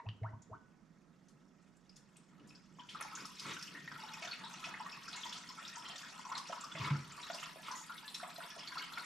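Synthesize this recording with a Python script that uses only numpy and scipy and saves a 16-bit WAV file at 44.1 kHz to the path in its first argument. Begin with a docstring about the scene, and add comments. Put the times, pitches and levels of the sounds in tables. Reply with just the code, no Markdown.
"""Coolant pours from a plastic jug through a funnel into a car's tank, in a garage.
First the jug glugs and booms as it gulps air, and a few drops tick. Then the stream gurgles on:
a swarm of bubbles, stirred up by the loud ones, rings in the hollow plastic. Each bubble is a
tiny, fading note; the bigger the bubble, the lower the note. Now and then the liquid sloshes,
once with a deep thump of the jug. The hard room adds a short echo and a faint hiss."""
import sys
import numpy as np
from scipy import signal
from scipy.io import wavfile

SR = 44100
rng = np.random.default_rng(int(sys.argv[2]) if len(sys.argv) > 2 else 0)


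def transcribe(signal):
    """Save signal, clipped to [-1, 1], as a 16-bit WAV file at the path in sys.argv[1]."""
    frames = np.atleast_2d(signal).T
    limited = np.clip(frames, -1, 1)
    pcm = np.round(limited * 32767).astype(np.int16)
    wavfile.write(sys.argv[1], SR, pcm)


N = 399105
TIME = np.arange(N) / SR


def amp(db):
    """Turns decibels into a number to multiply a sound by."""
    return 10 ** (np.asarray(db) / 20)


def unit(x):
    """Scales a sound to an average strength (rms) of 1."""
    return x / np.sqrt(np.mean(x ** 2) + 1e-20)


def look_up(points, hz):
    """Reads between the rows of a table, with pitch spaced as on a piano."""
    f, value = np.transpose(points)
    return np.interp(np.log(hz + 1), np.log(f + 1), value)


def add(mix, s, sound):
    """Mixes a sound in, starting at s seconds."""
    part = mix[..., max(round(s * SR), 0):][..., :sound.shape[-1]]
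    part += sound[..., :part.shape[-1]]


def place(x, pan_db=0):
    """Sends a sound to both ears; pan_db is how much louder the left one is."""
    return np.array([x * amp(pan_db / 2), x * amp(-pan_db / 2)])


def lowpass(x, hz, order=3):
    """Takes the treble off."""
    return signal.sosfilt(signal.butter(order, min(hz, .45 * SR), fs=SR, output="sos"), x)


def highpass(x, hz, order=3):
    """Takes the bass off."""
    return signal.sosfilt(signal.butter(order, hz, "high", fs=SR, output="sos"), x)


def wander(hz):
    """A random curve that drifts up and down, up to about hz times a second."""
    return unit(lowpass(rng.standard_normal(N), hz, order=2))


def colour(x, points, size=2048):
    """Shapes bass and treble to follow a table, while sharp starts stay sharp."""
    level_db = look_up(points, abs(np.fft.fftfreq(size, 1 / SR)))
    log_gain = np.log(amp(np.maximum(level_db, -90)))
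    response = np.fft.ifft(np.exp(np.conj(signal.hilbert(log_gain)))).real[:size // 2]
    return signal.oaconvolve(x, response)[:len(x)]


def resonate(x, hz, width):
    """Rings at one pitch; the smaller the width, the longer the ring."""
    return signal.lfilter(*signal.iirpeak(min(hz, SR / 2 - 1), hz / min(width, SR / 4), SR), x)


def band(x, hz, width, widen=2):
    """Keeps the sound near one pitch, using a narrow filter and then a wider one."""
    return resonate(resonate(x, hz, width), hz, widen * width)


def ring(x, notes):
    """An object rings at all of its own notes at once."""
    return sum(amp(db) * resonate(x, hz, width) for hz, width, db in notes)


# The notes the jug's neck rings at: f/Hz, width/Hz, level/dB
NECK_NOTES = [(436, 13, 11.5), (644, 16, 10.5), (935, 16, 4.5), (1080, 37, -11), (1510, 4.3, 0),
              (2030, 12, -2)]
# Gulps of air: t/s, length/s, start f/Hz, end f/Hz, level/dB, loudest point/share of the length
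GULPS = [(0.0, 0.016, 980, 1110, -45.5, 0.13), (0.029, 0.066, 425, 1186, -55.5, 0.61),
         (0.058, 0.02, 2550, 2800, -59, 0.48), (0.207, 0.095, 409, 1997, -47, 0.49),
         (0.285, 0.075, 584, 1092, -57, 0.74), (0.492, 0.072, 418, 1512, -47, 0.62)]


def glugs(level_db=-.5, neck_db=2, wobble=.017, rough=.42, wake_db=-19, wake_s=.022):
    """An air pocket pinches off and shrinks: its pitch climbs through the notes of the neck."""
    whistles, push = np.zeros((2, N))
    for s, length, start_hz, end_hz, db, loudest in GULPS:
        progress = np.arange(0, 1, 1 / (length * SR))
        shake, flutter = unit(lowpass(rng.standard_normal((2, SR // 4)), 250))[:, :len(progress)]
        hz = start_hz + (end_hz - start_hz) * np.sin(np.pi * progress ** 1.12 / 2) ** 2
        angle = 2 * np.pi * np.cumsum(hz * (1 + wobble * shake)) / SR
        hump = .18 + np.exp(-((progress - loudest) / .15) ** 2)
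        swell = amp(db + level_db) * hump * signal.windows.tukey(len(progress), .15)
        add(whistles, s, swell * (1 + rough * flutter) * np.sin(angle))
        add(push, s, swell)
    # Each gulp leaves a hollow churning in its wake.
    churn = unit(band(rng.standard_normal(N), hz=1020, width=380))
    hold = np.exp(-1 / (wake_s * SR))
    wake = signal.lfilter([1 - hold], [1, -hold], push)
    out = whistles + amp(wake_db) * churn * wake
    return out + amp(neck_db) * ring(out, NECK_NOTES)


# The notes the tank and funnel ring at: f/Hz, width/Hz, level/dB
TANK_NOTES = [(904, 26, 6), (989, 56, 6.5), (1134, 80, -4.5), (1279, 96, -3.5), (1920, 130, -8.5),
              (2663, 270, -3), (3135, 93, -2.5), (3420, 60, 2.5), (3630, 36, -12), (4090, 27, -14),
              (4480, 45, -2), (4980, 83, -11), (5416, 80, -0.5)]


def tank(x, ring_db, uneven_db=0):
    """Adds the ring of the hollow plastic; uneven_db makes each note randomly louder or softer."""
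    notes = TANK_NOTES
    if uneven_db:
        notes = [(hz, width, db + uneven_db * rng.standard_normal()) for hz, width, db in notes]
    return x + amp(ring_db) * ring(x, notes)


def bubble(hz, cycles, rise, size=2048):
    """A bubble rings and fades; its pitch climbs as it nears the surface."""
    age = hz * np.arange(size) / SR / cycles
    loudness = np.exp(-age) * (1 - np.exp(-(age * cycles) ** 2))
    return loudness * np.sin(2 * np.pi * cycles * (age + rise * (age - 1 + np.exp(-age))))


def burst(hz, cycles, rise, scatter, linger_s, stereo=.47, build_s=.00086, size=4096):
    """A bubble breaks into a cluster that echoes round the tank, a bit differently for each ear."""
    noise, t = rng.standard_normal((3, size)), np.arange(size) / SR
    fade = np.exp(-t / max(linger_s, .001)) * (1 - np.exp(-t / build_s))
    kicks = scatter * (noise[2] + stereo * noise[:2]) * fade
    kicks[:, 0] = 1  # the first bubble itself
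    return signal.fftconvolve(kicks, bubble(hz, cycles, rise)[None], axes=1)[:, :size]


def plip(hz, length, rise=.064):
    """One bubble in the tank; where it bursts decides how strongly each tank note answers."""
    cluster = burst(hz / (1 + rise / 2), cycles=3.95, rise=rise, scatter=.2, linger_s=.86 * length)
    sound = tank(cluster, ring_db=-1, uneven_db=4)
    return sound / sound[:, :SR // 50].std()  # strength 1 over the first 20 ms


# Drops landing on plastic: t/s, level/dB, f/Hz, fade time/s
DROP_HITS = [(0.0, -56, 1960, 0.0016), (0.233, -54.5, 1980, 0.00055), (1.2837, -67, 6260, 0.025),
             (1.769, -70, 7450, 0.0063), (1.963, -58, 6600, 0.016), (2.159, -66, 2580, 0.023),
             (2.168, -58, 8230, 0.0029), (2.397, -66, 2840, 0.0067), (2.473, -65, 7040, 0.037),
             (2.635, -79, 5440, 0.0071), (2.89, -51, 3300, 0.054), (2.999, -45.5, 1160, 0.03),
             (3.0095, -44, 2100, 0.0043), (3.009, -48.5, 9900, 0.004), (3.0238, -45.5, 6200, 0.0044),
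             (3.2532, -47, 5540, 0.016), (3.396, -42.5, 4800, 0.011), (3.6255, -42, 5500, 0.0046),
             (3.8764, -41, 1840, 0.0015), (4.2236, -42, 2420, 0.012), (4.2494, -49, 3070, 0.015),
             (4.639, -42, 2530, 0.029), (5.325, -44, 3450, 0.032), (6.3781, -41, 5100, 0.012),
             (6.523, -47, 2980, 0.011), (6.902, -44, 2190, 0.012), (7.299, -42.5, 1440, 0.0099),
             (7.345, -43.5, 5100, 0.013), (8.144, -44, 5470, 0.021), (8.233, -48, 2020, 0.0075),
             (8.774, -60, 4200, 0.014), (8.975, -46, 2200, 0.014)]


def splats(slap_db=-4, bubble_db=-7.5, stereo=.43, size=4096):
    """A drop slaps the plastic, makes it ring and traps a bubble of the same pitch."""
    out, t = np.zeros((2, N)), np.arange(size) / SR
    for s, db, hz, fade_s in DROP_HITS:
        noise = rng.standard_normal((3, size))
        crack = band(noise[2] + stereo * noise[:2], hz, width=.94 * hz)
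        crack = crack * (1 - np.exp(-t / (.063 * fade_s))) * np.exp(-t / fade_s)
        slap = unit(lowpass(crack, min(4.8 * hz, 10500))) * np.sqrt(fade_s * SR / (2 * size))
        add(out, s, amp(db + slap_db) * tank(slap, ring_db=-4))
        add(out, s, amp(db + bubble_db) * plip(hz, length=.0069))
    return out


# The garage's background noise, from bass to treble: f/Hz, level/dB
ROOM_COLOUR = [(15, -33), (25, -16.5), (119, -24), (164, -3.5), (225, -9), (244, -10), (448, -22.5),
               (569, -24), (781, -26.5), (2030, -33), (2570, -42), (3930, -44.5), (6160, -40),
               (9170, -52.5), (14000, -61)]


def room_noise(level_db=-68.5, side_db=-13, waver_db=2):
    """The garage hisses steadily over a low murmur that wavers."""
    noise = np.array([unit(colour(rng.standard_normal(N), ROOM_COLOUR)) for _ in range(2)])
    waver = amp(waver_db * np.tanh(wander(hz=7)))
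    middle, side = noise + (waver - 1) * lowpass(noise, 320, order=1)
    return amp(level_db) * (place(middle, pan_db=-11) + amp(side_db) * np.array([side, -side]))


# How the rumble of the air in the tank swells and sinks: t/s, level/dB
RUMBLE_LEVELS = [(2.0, -8.5), (2.9, -3), (3.2, 2.5), (3.55, -5.5), (3.9, 0.5), (4.8, -2.5), (5.4, -5.5),
                 (9.0, -10.5)]


def tank_rumble(level_db=-65, lumpy_db=6.5):
    """The stream keeps the air in the tank rumbling, in uneven lumps."""
    noise = band(rng.standard_normal(N), hz=160, width=85, widen=3)
    rumble = unit(highpass(noise, 130, order=6))
    lumps_db = lumpy_db * np.tanh(wander(hz=12))
    swell_db = np.interp(TIME, *np.transpose(RUMBLE_LEVELS))
    return place(amp(level_db + swell_db + lumps_db) * rumble)


# Booms of the air in the jug: t/s, f/Hz, level/dB, time to fade by 60 dB/s, build-up time/s
JUG_BOOMS = [(0.059, 106.8, -34, 0.33, 0.01), (0.086, 112, -43, 0.27, .006),
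             (0.214, 108.6, -31.5, 0.33, 0.0061), (0.332, 108.5, -35.5, 0.097, 0.005),
             (0.509, 112, -37, 0.092, 0.0073), (6.743, 161, -42.5, 0.22, 0.009),
             (6.795, 134, -21.5, 0.071, 0.013), (6.849, 139, -31, .08, 0.013),
             (6.906, 145.3, -20, 0.17, 0.0074), (6.969, 140.5, -34.5, 0.18, 0.009)]


def booms(rumble_db=-21, rumble_fade_s=.52, flat=.052, settle_s=.011):
    """The jug's air bounces on its neck: a deep note that starts a bit flat, then a room rumble."""
    out, t = np.zeros(N), np.arange(SR // 2) / SR
    lag_s = flat * settle_s * (1 - np.exp(-t / settle_s))
    for s, hz, db, fade_s, build_s in JUG_BOOMS:
        note = np.sin(2 * np.pi * hz * (t - lag_s)) * amp(-60 * t / fade_s)
        rumble = unit(band(rng.standard_normal(len(t)), hz, width=70))
        rumble *= amp(rumble_db - 60 * t / rumble_fade_s)
        add(out, s, amp(db) * (note + rumble) * (1 - np.exp(-(t / build_s) ** 2)))
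    return highpass(out, 55, order=1)


def jug_pop(s=.0885, crack_db=-37.5, crack_hz=2700, crack_s=.0034, ring_db=-55, ring_s=.025):
    """The jug's thin wall pops back as air rushes in: a sharp crack and a short ring."""
    out, t = np.zeros(N), np.arange(SR // 3) / SR
    crack_noise, ring_noise = rng.standard_normal((2, len(t)))
    crack = lowpass(resonate(crack_noise, crack_hz, crack_hz / 2), 1.2 * crack_hz)
    crack *= np.exp(-t / crack_s)
    tail = unit(band(ring_noise, hz=2980, width=220)) * np.exp(-t / ring_s)
    add(out, s, amp(crack_db) * crack / abs(crack).max() + amp(ring_db) * tail)
    return place(out)


# The bubbles that stand out: t/s, f/Hz, level/dB, burst length/s
LOUD_BUBBLES = [(0.42, 6760, -66, .013), (1.894, 5020, -63, 0.0067), (1.959, 5200, -66, .012),
                (2.504, 2570, -63.5, 0.015), (2.491, 5200, -64.5, .014), (2.55, 5030, -61, 0.014),
                (2.785, 998, -55.5, 0.012), (2.795, 3110, -56.5, 0.017), (2.889, 3050, -52.5, 0.0072),
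                (2.947, 1220, -45.5, 0.0097), (3.011, 10000, -62, .0087), (3.012, 1340, -46.5, 0.0055),
                (3.048, 830, -49.5, 0.0079), (3.115, 1295, -52, 0.034), (3.152, 6440, -47, 0.013),
                (3.173, 1490, -49, 0.013), (3.204, 5170, -54.5, 0.0082), (3.247, 1256, -50, 0.0083),
                (3.454, 1310, -49, 0.013), (3.536, 6300, -53.5, .007), (3.565, 1510, -48.5, .008),
                (3.566, 2900, -54, 0.0056), (3.676, 2900, -54, .008), (3.749, 1890, -50, 0.034),
                (3.915, 1500, -48.5, 0.009), (3.959, 1410, -54, .01), (4.032, 860, -50, 0.026),
                (4.17, 907, -55.5, .012), (4.134, 5470, -53.5, 0.014), (4.139, 2410, -52, 0.0081),
                (4.218, 682, -55.5, 0.08), (4.248, 5860, -51.5, 0.0092), (4.25, 1830, -52, .008),
                (4.275, 3650, -49.5, 0.0097), (4.277, 1437, -55, .009), (4.312, 4250, -44.5, .013),
                (4.317, 1440, -53.5, 0.01), (4.331, 2600, -48.5, 0.0042), (4.431, 917, -50, 0.022),
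                (4.438, 3830, -50.5, 0.042), (4.652, 5300, -53, 0.014), (4.669, 693, -55, 0.0099),
                (4.684, 1340, -53, .012), (4.74, 1930, -46.5, .009), (4.777, 1870, -55, .007),
                (4.801, 983, -44.5, 0.0056), (4.86, 1154, -46.5, 0.013), (4.919, 5250, -52.5, 0.014),
                (4.926, 2600, -51, 0.023), (4.97, 1115, -54.5, .009), (5.078, 1400, -51, .017),
                (5.081, 5170, -50.5, 0.021), (5.129, 4040, -49.5, 0.049), (5.146, 910, -54, .012),
                (5.16, 6800, -52, 0.027), (5.169, 2100, -52, 0.017), (5.233, 3400, -45, .012),
                (5.252, 970, -46.5, .014), (5.293, 5270, -53, 0.0059), (5.489, 5220, -51, 0.017),
                (5.498, 1025, -53, 0.0083), (5.577, 1310, -49.5, 0.029), (5.65, 3600, -50.5, 0.0069),
                (5.679, 5400, -50.5, .008), (5.757, 6140, -53, 0.0093), (5.765, 950, -49, 0.019),
                (5.863, 1320, -57.5, 0.0079), (5.855, 3050, -50, 0.011), (5.897, 3130, -50, 0.028),
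                (5.958, 3445, -51.5, 0.0064), (6.031, 1610, -53.5, 0.012), (6.192, 1010, -51, 0.0064),
                (6.249, 1060, -48, 0.021), (6.252, 5760, -58, 0.0067), (6.292, 947, -47.5, 0.017),
                (6.315, 1040, -43, 0.012), (6.321, 1330, -46, .011), (6.35, 4060, -46, 0.029),
                (6.362, 1124, -46.5, 0.051), (6.486, 5670, -53, .01), (6.494, 680, -47, 0.011),
                (6.523, 940, -46, 0.0089), (6.528, 1185, -45, 0.0056), (6.565, 1110, -50, 0.014),
                (6.609, 7300, -51.5, 0.0099), (6.637, 1180, -48, .022), (6.643, 5250, -52, 0.0068),
                (6.714, 3340, -52, 0.016), (6.717, 1437, -54.5, .009), (6.749, 640, -52, 0.0099),
                (6.751, 2120, -47.5, 0.01), (6.873, 1127, -41, 0.009), (6.906, 1007, -46, 0.0035),
                (6.955, 1390, -49, 0.0036), (7.121, 7150, -57, 0.0095), (7.174, 1106, -51, .014),
                (7.228, 3900, -49.5, 0.021), (7.298, 664, -45.5, .0068), (7.332, 4700, -50, .012),
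                (7.339, 668, -54, 0.0073), (7.384, 2780, -51, 0.013), (7.426, 1273, -48, 0.019),
                (7.429, 3050, -50, .01), (7.557, 620, -55, 0.0082), (7.683, 1270, -44, 0.0046),
                (7.703, 1010, -46.5, 0.0096), (7.714, 5960, -50.5, 0.013), (7.721, 1160, -50, 0.0089),
                (7.736, 1010, -45.5, 0.0073), (7.751, 6700, -53, 0.17), (7.895, 1397, -46.5, .016),
                (7.979, 3630, -55, 0.0095), (8.079, 3980, -47.5, 0.01), (8.145, 3850, -44, 0.012),
                (8.197, 1437, -51, 0.013), (8.229, 698, -46.5, 0.0098), (8.235, 1230, -52.5, 0.033),
                (8.27, 690, -58, 0.0093), (8.361, 4080, -54, 0.0078), (8.381, 683, -49.5, 0.011),
                (8.403, 1410, -48.5, 0.0093), (8.427, 1020, -55.5, 0.044), (8.435, 3670, -54, 0.0077),
                (8.502, 5550, -53.5, 0.02), (8.504, 3443, -56, .008), (8.563, 666, -54, 0.014),
                (8.593, 5170, -52, 0.013), (8.604, 2860, -56, .014), (8.632, 3320, -54.5, 0.0086),
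                (8.674, 4400, -46.5, .01), (8.719, 1530, -49, 0.02), (8.752, 1030, -49.5, .011),
                (8.769, 1350, -44, 0.014), (8.78, 4320, -45, 0.014), (8.805, 1580, -49, .02),
                (8.817, 2970, -50, 0.051), (8.92, 1310, -50.5, .012), (8.935, 4100, -51.5, 0.009),
                (8.973, 1420, -44, 0.016), (8.994, 4300, -52, 0.0083)]
LARGE_BELOW_HZ = 2200  # bubbles lower than this count as large


def loud_bubbles(level_db=-1, pieces=2, piece_db=-10, within_s=.075):
    """Single plips and blubs; each large one breaks into weaker, mostly higher bubbles."""
    out = np.zeros((2, N))
    chances = rng.random((len(LOUD_BUBBLES), pieces, 2))
    for (s, hz, db, length), chance in zip(LOUD_BUBBLES, chances):
        add(out, s, amp(db + level_db) * plip(hz, length))
        if hz < LARGE_BELOW_HZ:
            for k, (late, pitch) in enumerate(chance):
                octaves_up = .2 + .548 * (2 * pitch - 1)
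                piece = plip(hz * 2 ** octaves_up, length=.011) / np.sqrt(k + 1)
                add(out, s + within_s * (k + late) / pieces, amp(db + piece_db) * piece)
    return out


# Bubbles that stay whole, and first the jug's neck ringing on after the last gulp: t/s, f/Hz, level/dB, fade
# time/s
WHOLE_BUBBLES = [(0.551, 1507, -64, .07), (2.788, 991, -46, 0.026), (3.765, 1875, -56, 0.064),
                 (4.09, 885, -48, 0.027), (7.579, 1725, -54.5, 0.032), (8.039, 1735, -51, 0.036),
                 (8.51, 1730, -52, 0.035)]


def singing_bubbles(build_s=.0071, sag=.0192, sag_s=.037):
    """A whole bubble swells into a thin, pure note whose pitch sags a little as it fades; the jug's neck rings
    on the same way after the last gulp."""
    out, t = np.zeros(N), np.arange(SR // 3) / SR
    bend = 1 - sag * (1 - np.exp(-t / sag_s))
    swell = 1 - np.exp(-(t / build_s) ** 2)
    for s, hz, db, fade_s in WHOLE_BUBBLES:
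        angle = 2 * np.pi * np.cumsum(hz * bend) / SR
        add(out, s, amp(db) * np.sin(angle) * swell * np.exp(-t / fade_s))
    return place(out)


# How strongly the liquid runs: t/s, large bubble level/dB, fine splash level/dB
FLOW_LEVELS = [(.8, -76, -84), (2.0, -76, -77), (2.45, -65.5, -78), (2.78, -77, -72), (3.04, -58, -57),
               (3.32, -100, -58), (3.46, -68, -50), (3.85, -69, -59), (4.02, -53, -53.5), (4.42, -54, -58),
               (4.57, -56, -52.5), (4.68, -51.5, -58.5), (5.03, -58.5, -56), (5.28, -54, -51.5),
               (5.52, -61, -56.5), (5.86, -52.5, -52.5), (6.6, -62.5, -58), (7.08, -57, -57.5),
               (7.42, -52.5, -49.5), (7.58, -63.5, -60), (8.02, -59, -57), (8.42, -60.5, -56.5),
               (9.05, -52, -53)]


def flow():
    """The strength of the large bubbles and of the fine splash at every moment."""
    when, large_db, fine_db = np.transpose(FLOW_LEVELS)
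    return amp(np.interp(TIME, when, large_db)), amp(np.interp(TIME, when, fine_db))


def stir(low_hz, high_hz, calm_s=.041):
    """Each loud bubble in this pitch range stirs up the swarm, which soon calms down again."""
    t = TIME[::100]
    power = sum(amp(2 * db) * np.exp(-2 * abs(t - s) / calm_s) * (t > s)
                for s, hz, db, _ in LOUD_BUBBLES if low_hz <= hz < high_hz)
    return np.interp(TIME, t, np.sqrt(power))


def froth(per_s, spread_db, cycles, linger_s, sizes=96):
    """A swarm of random bubbles of many sizes, a few much louder than the rest."""
    out = np.zeros((2, N))
    sounds = [unit(burst(hz, cycles, rise=.25, scatter=.15, linger_s=linger_s, size=2048)) * np.sqrt(hz)
              for hz in np.geomspace(250, 13000, sizes)]
    when, loud, pitch = rng.random((30000, 3))[:int(per_s * N / SR)].T
    gains = amp(spread_db * np.minimum(-np.log(1 - loud), 3))
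    for s, gain, k in zip(when * N / SR, gains, (pitch * sizes).astype(int)):
        add(out, s, gain * sounds[k])
    return out


# The gurgle, from bass to treble: f/Hz, level/dB
GURGLE_COLOUR = [(90, -12), (200, 12.5), (300, -3), (450, -8), (560, -7), (660, -3.5), (790, -5.5),
                 (1000, -3.5), (1300, 4), (2200, -4.5), (3200, -9.5), (5000, -9), (7400, -9.5),
                 (10000, -24.5), (14000, -32.5)]
# The foam of the very finest bubbles: t/s, level/dB
FOAM_LEVELS = [(2.8, -112), (3.0, -68), (3.8, -72.5), (6.9, -76), (7.7, -62), (8.3, -60.5), (8.7, -66.5)]


def stream(gurgle_db=-5, fizz_db=-2, spurt_db=2):
    """The running stream fills the tank with bubbles: large ones gurgle, small ones fizz in spurts."""
    large, fine = flow()
    stir_large, stir_fine = stir(0, LARGE_BELOW_HZ), stir(LARGE_BELOW_HZ, SR)
    swarm = froth(per_s=1700, spread_db=4, cycles=4, linger_s=.009)
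    swarm = np.array([colour(tank(ear, ring_db=-1), GURGLE_COLOUR) for ear in swarm])
    spurts = amp(spurt_db * wander(hz=62))
    gurgle_gain = np.hypot(amp(gurgle_db) * large, amp(-11) * stir_large)
    fizz_gain = np.hypot(amp(fizz_db) * fine, amp(-13) * stir_fine + amp(-16) * stir_large)
    gurgle = unit(lowpass(swarm, LARGE_BELOW_HZ)) * gurgle_gain
    fizz = unit(highpass(swarm, LARGE_BELOW_HZ)) * fizz_gain
    foam = unit(highpass(swarm, 8000, order=4)) * amp(np.interp(TIME, *np.transpose(FOAM_LEVELS)))
    return gurgle + spurts * fizz + foam


def droplets(per_s=45, level_db=-27, spread_db=5, tick_s=.00065):
    """Tiny drops thrown off the stream tick on the funnel's rim."""
    _, fine = flow()
    chance, size = rng.random((2, N))
    hits = (chance < per_s / SR) * amp(spread_db * np.minimum(-np.log(1 - size), 3))
    fades = signal.lfilter([1], [1, -np.exp(-1 / (tick_s * SR))], hits)
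    ticks = unit(highpass(fades * rng.standard_normal((2, N)), 6500))
    return amp(level_db) * fine * ticks


# The bubbles in a slosh, from bass to treble: f/Hz, level/dB
SURGE_COLOUR = [(180, -17), (300, -8), (520, -8), (760, -14), (1000, 1), (1400, 0.5), (2200, -2.5),
                (3200, -3.5), (5400, -11), (8000, -25), (14000, -33)]
# The low notes of the hollow jug under a slosh: f/Hz, width/Hz, level/dB
JUG_NOTES = [(178.5, 36, 4.5), (296, 47, -2.5), (450, 60, -16)]
# The swish of a sheet of liquid, from bass to treble: f/Hz, level/dB
SWISH_COLOUR = [(900, -26), (2200, 9.5), (3600, -0.5), (6000, -3), (8000, -10), (14000, -25)]
# Sloshes: peak t/s, rise/s, fall/s, level/dB, bass/dB and swish/dB (both relative to the bubbles)
SURGES = [(2.42, 0.038, 0.12, -78, 17, -13), (3.22, 0.067, 0.029, -59.5, 2, 1),
          (3.51, 0.084, 0.028, -49, -1, -4.5), (3.76, 0.063, 0.036, -65.5, 6.5, -12),
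          (6.868, 0.1, 0.023, -43.5, -12, -15), (6.925, 0.032, 0.051, -58.5, 4, -19),
          (7.68, 0.042, 0.031, -52, -24, -3)]


def sloshes():
    """Liquid surges along the wall: bubbles swell and fall with a soft swish over a hollow bass."""
    swarm = froth(per_s=1300, spread_db=3, cycles=3.5, linger_s=.007)
    swarm = unit(np.array([colour(tank(ear, ring_db=0), SURGE_COLOUR) for ear in swarm]))
    hollow = ring(rng.standard_normal(N), JUG_NOTES)
    bass = unit(lowpass(highpass(hollow, 135), 480))
    swish = unit(colour(rng.standard_normal(N), SWISH_COLOUR))
    out = np.zeros((2, N))
    for s, rise, fall, db, bass_db, swish_db in SURGES:
        swell = np.exp(-((TIME - s) / np.where(TIME < s, rise, fall)) ** 2)
        out += amp(db) * swell * (swarm + amp(bass_db) * bass + amp(swish_db) * swish)
    return out


def soft_bubbles(strength, per_s, hz, octaves, level_db, spread_db, length, start_s=2.95, count=120):
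    """Once the thin thread becomes a full stream, softer plips come loosely spaced, as strong as it."""
    out = np.zeros((2, N))
    for k, (late, pitch, loud) in enumerate(rng.uniform(-1, 1, (count, 3))):
        s = start_s + (k + 1 + late) / per_s
        if s < TIME[-1]:
            gain = strength[int(s * SR)] * amp(level_db + spread_db * loud)
            add(out, s, gain * plip(hz * 2 ** (octaves * pitch), length))
    return out


# How long the garage echoes: f/Hz, time to fade by 60 dB/s
ECHO_TIMES = [(120, 0.53), (500, 0.47), (1400, 0.53), (3300, 0.52), (8000, 0.44), (14000, 0.15)]


def garage(x, tail_db, early_db=-9, early_s=.02, shared=.85):
    """Sound bounces off the nearby engine bay, then dies away in the hard room."""
    t = np.arange(SR) / SR
    after_gap = t > .002
    echoes = rng.standard_normal((3, SR)) * (rng.random((3, SR)) < .08) * after_gap
    echoes = echoes[:2] + shared * echoes[2]  # both ears hear partly the same echoes
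    hz, when, bands = signal.stft(echoes, SR, nperseg=256)
    fade = amp(-60 * when / look_up(ECHO_TIMES, hz)[:, None])
    tail = signal.istft(bands * fade, SR, nperseg=256)[1][:, :SR]
    early = echoes[:, ::-1] * np.exp(-t / early_s) * after_gap
    response = (amp(early_db) * unit(early) + amp(tail_db) * unit(tail)) / np.sqrt(SR)
    return x + signal.fftconvolve(x.mean(0)[None], response, axes=1)[:, :N]


def scene():
    """Mixes the liquid, the jug and the room."""
    large, fine = flow()
    blubs = soft_bubbles(large, per_s=7, hz=828, octaves=.29, level_db=-8, spread_db=-.5, length=.029)
    plips = soft_bubbles(large, per_s=11, hz=1240, octaves=.48, level_db=-5, spread_db=2.5, length=.017)
    plinks = soft_bubbles(fine, per_s=16, hz=3910, octaves=.57, level_db=-9, spread_db=1, length=.005)
    pour = blubs + plips + plinks + stream() + droplets()
    jug = garage(place(glugs()) + jug_pop(), tail_db=-11.5)
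    liquid = garage(pour + loud_bubbles() + singing_bubbles() + splats() + sloshes(), tail_db=-8)
    return liquid + jug + booms() + tank_rumble() + room_noise()


def record(dry):
    """Cuts off the very highest treble, above 14200 Hz."""
    treble_cut = signal.firwin(511, 14200, window=("kaiser", 9), fs=SR)
    return signal.oaconvolve(dry, treble_cut[None], "same")


dry = scene()
out = record(dry)
transcribe(out)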